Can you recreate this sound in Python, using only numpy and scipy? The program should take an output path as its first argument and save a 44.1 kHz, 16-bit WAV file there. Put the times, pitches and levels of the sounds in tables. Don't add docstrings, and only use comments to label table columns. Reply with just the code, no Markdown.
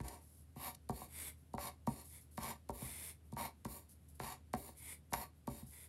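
import sys
import numpy as np
from scipy import signal
from scipy.fft import rfft, irfft, next_fast_len
from scipy.io import wavfile
from scipy.ndimage import uniform_filter1d

SR = 44100
rng = np.random.default_rng(int(sys.argv[2]) if len(sys.argv) > 2 else 0)


def file_out(sig):
    cols = np.atleast_2d(sig).T
    lim = np.clip(cols, -1, 1)
    pcm = np.round(lim * 32767).astype(np.int16)
    wavfile.write(sys.argv[1], SR, pcm)


N = 259430
TAPS = 8192
HZ = np.fft.rfftfreq(TAPS, 1 / SR)
TIME_S = np.arange(N) / SR

HUM_HZ = [77.5, 70.5, 139, 265]
HUM_DB = [-62.5, -77, -85, -79.5]
# frequency in Hz, gain in dB.
AIR_COLOUR = [(25, -41.5), (50, -7.5), (75, 3), (140, 2.5), (270, -9), (450, -14.5), (1000, -24),
              (3000, -29), (6400, -33), (11500, -21.5), (15500, -41.5)]
# frequency in Hz, T60 in seconds.
ROOM_T60 = [(80, 0.069), (300, 0.35), (1000, 0.11), (4000, 0.19), (12000, 0.026)]

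# start in seconds, length in seconds, level in dB.
BRUSHES = [(0.21, .21, -69.5), (1.365, 0.051, -76), (2.042, 0.12, -61), (2.206, 0.017, -65),
           (2.309, 0.057, -68.5), (3.886, 0.037, -63.5), (4.082, 0.0088, -65), (4.146, 0.011, -68.5),
           (4.767, 0.033, -60.5), (5.103, 0.015, -66.5), (5.66, 0.056, -63)]
# frequency in Hz, gain in dB.
BRUSH_COLOUR = [(1000, -43), (4000, -15), (6300, -13.5), (9000, -6), (11500, 2), (13000, -13), (15500, -22)]
# start, rise time and length in seconds, level in dB.
SLIDES = [(1.085, 0.13, 0.2, -49), (2.087, 0.052, .1, -61.5), (2.754, 0.1, 0.35, -51.5),
          (4.751, 0.16, 0.18, -51.5), (5.699, 0.046, 0.15, -59)]
# frequency in Hz, gain in dB.
SLIDE_COLOUR = [(60, -7.5), (250, -6), (660, -12), (1300, -14), (1900, -11), (2900, -12.5), (6200, -15.5),
                (9000, -2.5), (12000, -5.5), (12700, -12), (15500, -22)]
# centre in Hz, width in Hz, lift in dB.
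SLIDE_RINGS = [(950, 130, 6), (2160, 390, 10), (3510, 240, 8), (9940, 760, 4), (11600, 490, 4.5),
               (14400, 330, 5)]

# centre in Hz, width in Hz, lift in dB.
DESK_RINGS = [(132, 16.7, 7), (222.7, 56, 7.5), (392.3, 20.3, 6), (487, 28, 3), (574.6, 42, 10.5),
              (742.3, 107, 13), (920, 92.4, 14.5), (1096, 157, 14.5), (1170, 71, 5), (1358, 32, 6),
              (1565, 44, 5), (1860, 263, 7.5), (2267, 244, 8.5), (2800, 130, 3.5), (3757, 130, 11),
              (4365, 610, 9.5), (5550, 1300, 9), (7080, 530, 10), (9580, 300, 2), (11330, 390, 4)]
# time in seconds, level in dB, hardness as treble gain in dB,
# weight as bass gain in dB, paper tick level in dB.
KNOCKS = [(0.000, -32, 13, 13.5, -53.5), (0.560, -42, -16, 4, -63), (0.893, -27, -4, 0, -42.5),
          (1.015, -37, -2, -14, -57), (1.537, -30, -12, -2.5, -52.5), (1.579, -30, 6.5, -26, -53),
          (1.871, -24.5, -4, -3.5, -40.5), (2.376, -33, 11.5, -2, -40.5), (2.692, -29.5, -4, -2, -46.5),
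          (2.818, -37, -9, 8.5, -68), (3.323, -37, -9, 9.5, -54), (3.365, -33.5, 3.5, -28, -55),
          (3.650, -34, 9, 4.5, -43.5), (4.198, -31.5, 12, -3.5, -46), (4.535, -24, 6, -6.5, -41.5),
          (4.687, -43.5, -18, -7, -61), (5.122, -32.5, 4, -1, -54), (5.135, -24.5, 13.5, -30, -28.5),
          (5.474, -30.5, -3, 0, -47), (5.622, -43, -16, 15.5, -64)]
# frequency in Hz, gain in dB.
KNOCK_COLOUR = [(25, -67), (55, -6.5), (110, 7.5), (205, 3), (320, -1), (700, -9.5), (950, -11),
                (1150, -20.5), (1400, -20.5), (2300, -31), (3200, -38.5), (7000, -54.5)]
# time in seconds, level in dB.
SNAGS = [(0.0845, -37), (0.7490, -44.5), (2.4335, -40)]
# frequency in Hz, gain in dB.
TICK_COLOUR = [(300, -37), (1500, -10), (3500, -3.5), (6000, -5), (9000, 3.5), (12000, 4), (16000, -29)]

# start, rise time and length in seconds, rasp level in dB,
# pressure as desk drone gain in dB, sheen as top treble gain in dB.
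FIRM_STROKES = [(0.558, 0.11, 0.13, -47.5, -2, 7.5), (1.578, 0.042, 0.1, -49.5, -2.5, 2.5),
                (2.380, 0.071, 0.13, -49.5, 0, 1.5), (3.364, 0.026, 0.096, -49.5, 2.5, 4.5),
                (4.197, 0.053, 0.13, -52.5, -1, 0.5), (5.134, 0.0068, 0.096, -50.5, 0, 8)]
LIGHT_STROKES = [(0.025, 0.027, 0.12, -59.5, 2.5, -6), (0.908, .065, 0.13, -56.5, -3, -0.5),
                 (1.882, 0.004, 0.13, -59, -2, -3), (2.720, 0.04, .14, -56, -2, 4),
                 (3.662, 0.053, 0.11, -54, -3, 6.5), (4.553, 0.025, 0.13, -57, -2.5, 4),
                 (5.492, 0.014, .11, -59, -4, -1)]
# frequency in Hz, firm gain in dB, light gain in dB.
STROKE_COLOUR = [(39.3, 3, -45), (140, 8.5, -11.5), (294, 3, 5.5), (1060, 2, -11.5), (1234, -4, -15),
                 (2680, -2.5, -13.5), (6110, -15.5, -24), (9360, -0.5, -4.5), (12000, 1, -5.5),
                 (15600, -18.5, -17.5)]


def amp(db):
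    return 10 ** (np.asarray(db) / 20)


def curve(points, hz=HZ, column=1):
    table = np.array(points, float)
    return np.interp(np.log(hz + 1), np.log(table[:, 0] + 1), table[:, column])


def add(mix, start_s, sound):
    part = mix[max(round(start_s * SR), 0):][:len(sound)]
    part += sound[:len(part)]


def highpass(order, hz):
    return signal.butter(order, hz, "highpass", fs=SR, output="sos")


def drift(rate_hz):
    size = next_fast_len(N)
    lowpass = np.exp(-(np.fft.rfftfreq(size, 1 / SR) / rate_hz) ** 2)
    noise = irfft(rfft(rng.standard_normal(size)) * lowpass, size)[:N]
    return noise / noise.std()


def impulse(gain_db, delay_s=0):
    log_gain = np.log(amp(np.maximum(gain_db, gain_db.max() - 100)))
    phase = -signal.hilbert(np.r_[log_gain, log_gain[-2:0:-1]]).imag[:len(HZ)]
    phase -= 2 * np.pi * np.cumsum(delay_s * np.ones(len(HZ))) * HZ[1]
    return irfft(np.exp(log_gain + 1j * phase))


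def coloured(white, gain_db, above_hz=3000):
    power = np.mean(amp(gain_db) ** 2 * (HZ > above_hz))
    return signal.oaconvolve(white, impulse(gain_db))[:N] / np.sqrt(power)


def lift_db(rings):
    return sum(db * np.exp(-2 * ((HZ - hz) / width_hz) ** 2) for hz, width_hz, db in rings)


def grip_db():
    ripple = uniform_filter1d(rng.standard_normal(len(HZ)), size=30)
    ripple = uniform_filter1d(ripple, size=16)
    return 3 * ripple / ripple.std() * HZ / (HZ + 1800)


def fibres(slips_per_s=6000, smooth=1.2, judder_db=.6, spread_db=1.5):
    slips = (rng.random(N) < slips_per_s / SR) * rng.standard_normal(N)
    slips *= amp(spread_db * np.minimum(rng.exponential(1, N), 4))
    rub = slips / slips.std() + smooth * rng.standard_normal(N)
    rub *= amp(judder_db * drift(260))
    return rub / rub.std()


def gesture(rise_s, length_s, onset_db, fall_db_per_s):
    t = TIME_S[:round((length_s + 60 / fall_db_per_s) * SR)]
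    rise_db = onset_db * np.maximum(1 - t / rise_s, 0) ** 2
    return amp(rise_db - fall_db_per_s * np.maximum(t - length_s, 0))


def hum_and_air(air_db=-73.5, waver_db=2):
    hum = np.zeros(N)
    for hz, db in zip(HUM_HZ, HUM_DB):
        phase = 2 * np.pi * hz * TIME_S + .3 * drift(4)
        hum += amp(db + 1.3 * drift(5)) * np.sqrt(2) * np.sin(phase)
    air = amp(air_db) * coloured(rng.standard_normal(N), curve(AIR_COLOUR), above_hz=244)
    hiss = signal.sosfiltfilt(highpass(2, 7500), air)
    hiss_gain = amp(waver_db * drift(11) - 5.5)
    return hum + air + hiss * (hiss_gain - 1)


def room(sound, gap_s=.0047, echoes_per_s=3000):
    size = SR // 2
    echoes = rng.choice([-1., 1.], size) * (rng.random(size) < echoes_per_s / SR)
    echoes *= np.arange(size) > gap_s * SR
    hz, t, bands = signal.stft(echoes, SR, nperseg=256)
    decay = amp(-60 * t / curve(ROOM_T60, hz)[:, None])
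    tail = signal.istft(bands * decay, SR, nperseg=256)[1]
    return signal.fftconvolve(sound, tail / np.linalg.norm(tail))[:N]


def moving_room(sound, paths=4, cycle_s=1.3):
    shares = [np.cos(2 * np.pi * (TIME_S / cycle_s - k / paths)) for k in range(paths)]
    return sum(room(sound * share) for share in np.maximum(shares, 0))


def hand_brushes(rise_s=.0088):
    gain = np.zeros(N)
    for start_s, length_s, db in BRUSHES:
        add(gain, start_s, amp(db) * gesture(rise_s, length_s, onset_db=-14, fall_db_per_s=354))
    return coloured(fibres() * gain, curve(BRUSH_COLOUR) + .5 * grip_db())


def hand_slides():
    out, rub = np.zeros(N), fibres()
    shape_db = curve(SLIDE_COLOUR) + lift_db(SLIDE_RINGS)
    for start_s, rise_s, length_s, db in SLIDES:
        gain = amp(db) * gesture(rise_s, length_s, onset_db=-23, fall_db_per_s=413)
        drive = gain * np.roll(rub, -round(start_s * SR))[:len(gain)]
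        add(out, start_s, coloured(drive, shape_db + .8 * grip_db()))
    return out


def paper_ticks(lead_s=.004, swell_s=.0036, ragged_db=3, rebound_s=.014, rebound_max_db=-51):
    gain, t = np.zeros(N), np.arange(SR // 50) / SR
    crush = (t / swell_s * np.exp(1 - t / swell_s)) ** 2 / np.e
    landings = [(at_s, db) for at_s, *_, db in KNOCKS]
    rebounds = [(at_s + rebound_s, min(db - 1, rebound_max_db)) for at_s, db in landings]
    for at_s, db in landings + rebounds + list(SNAGS):
        add(gain, at_s - lead_s, amp(db) * crush)
    grain = rng.standard_normal(N) * amp(ragged_db * drift(580))
    return coloured(gain * grain, curve(TICK_COLOUR) + .5 * lift_db(DESK_RINGS))


def desk_sway(sway_hz=61.7, swell_s=.033, gain_db=-20):
    out, t = np.zeros(N), np.arange(SR // 4) / SR
    envelope = (t / swell_s * np.exp(1 - t / swell_s)) ** 2
    thump = envelope * np.sin(2 * np.pi * sway_hz * t)
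    for at_s, db, _, heavy_db, _ in KNOCKS:
        add(out, at_s, amp(db + gain_db + .5 * heavy_db) * thump)
    return out


def tip_knocks(gain_db=-2, travel_s=.0035, scatter_db=-7, scatter_peak_s=.0023):
    out, t = np.zeros(N), np.arange(SR // 20) / SR
    delay_s = travel_s * np.sqrt(1000 / np.clip(HZ, 150, 1400))
    treble = 1 / (1 + (1300 / (HZ + 1)) ** 8)
    bass = 1 / (1 + (HZ / 350) ** 4)
    shape_db = curve(KNOCK_COLOUR) + lift_db(DESK_RINGS)
    for at_s, db, hard_db, heavy_db, _ in KNOCKS:
        direct = impulse(shape_db + hard_db * treble + heavy_db * bass, delay_s)
        edges = rng.standard_normal(len(t)) * t * np.exp(-t / scatter_peak_s)
        scattered = signal.fftconvolve(direct, edges / np.linalg.norm(edges))[:TAPS]
        knock = direct + amp(scatter_db) * scattered
        add(out, at_s, amp(db + gain_db) * knock / abs(direct).max())
    return out


def marker_strokes(rows, rub, colour_db, onset_db, fall_db_per_s):
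    out = np.zeros(N)
    low = 1 / (1 + (HZ / 2400) ** 4)
    top = 1 / (1 + (11000 / (HZ + 1)) ** 12)
    body_db = colour_db + lift_db(DESK_RINGS)
    for start_s, rise_s, length_s, db, pressure_db, sheen_db in rows:
        speed = gesture(rise_s, length_s, onset_db, fall_db_per_s)
        drive = amp(db) * speed * np.roll(rub, -round(start_s * SR))[:len(speed)]
        sheen = signal.sosfiltfilt(highpass(2, 10000), drive)
        drive += sheen * (speed ** .35 - 1)
        shape_db = body_db + pressure_db * low + sheen_db * top
        fade_rad = np.pi / 2 * np.minimum(TIME_S[:len(speed)] / length_s, 1) ** 2
        for share in (np.cos(fade_rad) ** 2, np.sin(fade_rad) ** 2):
            add(out, start_s, coloured(drive * share, shape_db + grip_db()))
    return out


def scene(knock_room_db=-11.5, rub_room_db=-16):
    firm_rub = fibres(slips_per_s=4000, smooth=.9, judder_db=.8)
    light_rub = fibres(slips_per_s=4500, smooth=1, judder_db=.8)
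    firm = marker_strokes(FIRM_STROKES, firm_rub, curve(STROKE_COLOUR, column=1),
                          onset_db=-19.5, fall_db_per_s=400)
    light = marker_strokes(LIGHT_STROKES, light_rub, curve(STROKE_COLOUR, column=2),
                           onset_db=-17, fall_db_per_s=248)
    rubbing = firm + light + hand_slides() + hand_brushes() + paper_ticks()
    knocking = tip_knocks() + desk_sway()
    echo = moving_room(amp(knock_room_db) * knocking + amp(rub_room_db) * rubbing)
    return (rubbing + knocking + echo + hum_and_air())[None]


def record(dry, low_hz=42, high_hz=15800):
    thinned = signal.sosfilt(highpass(3, low_hz), dry)
    lowpass = signal.firwin(611, high_hz, window=("kaiser", 8), fs=SR)
    return signal.oaconvolve(thinned, lowpass[None], "same")


dry = scene()
out = record(dry)
file_out(out)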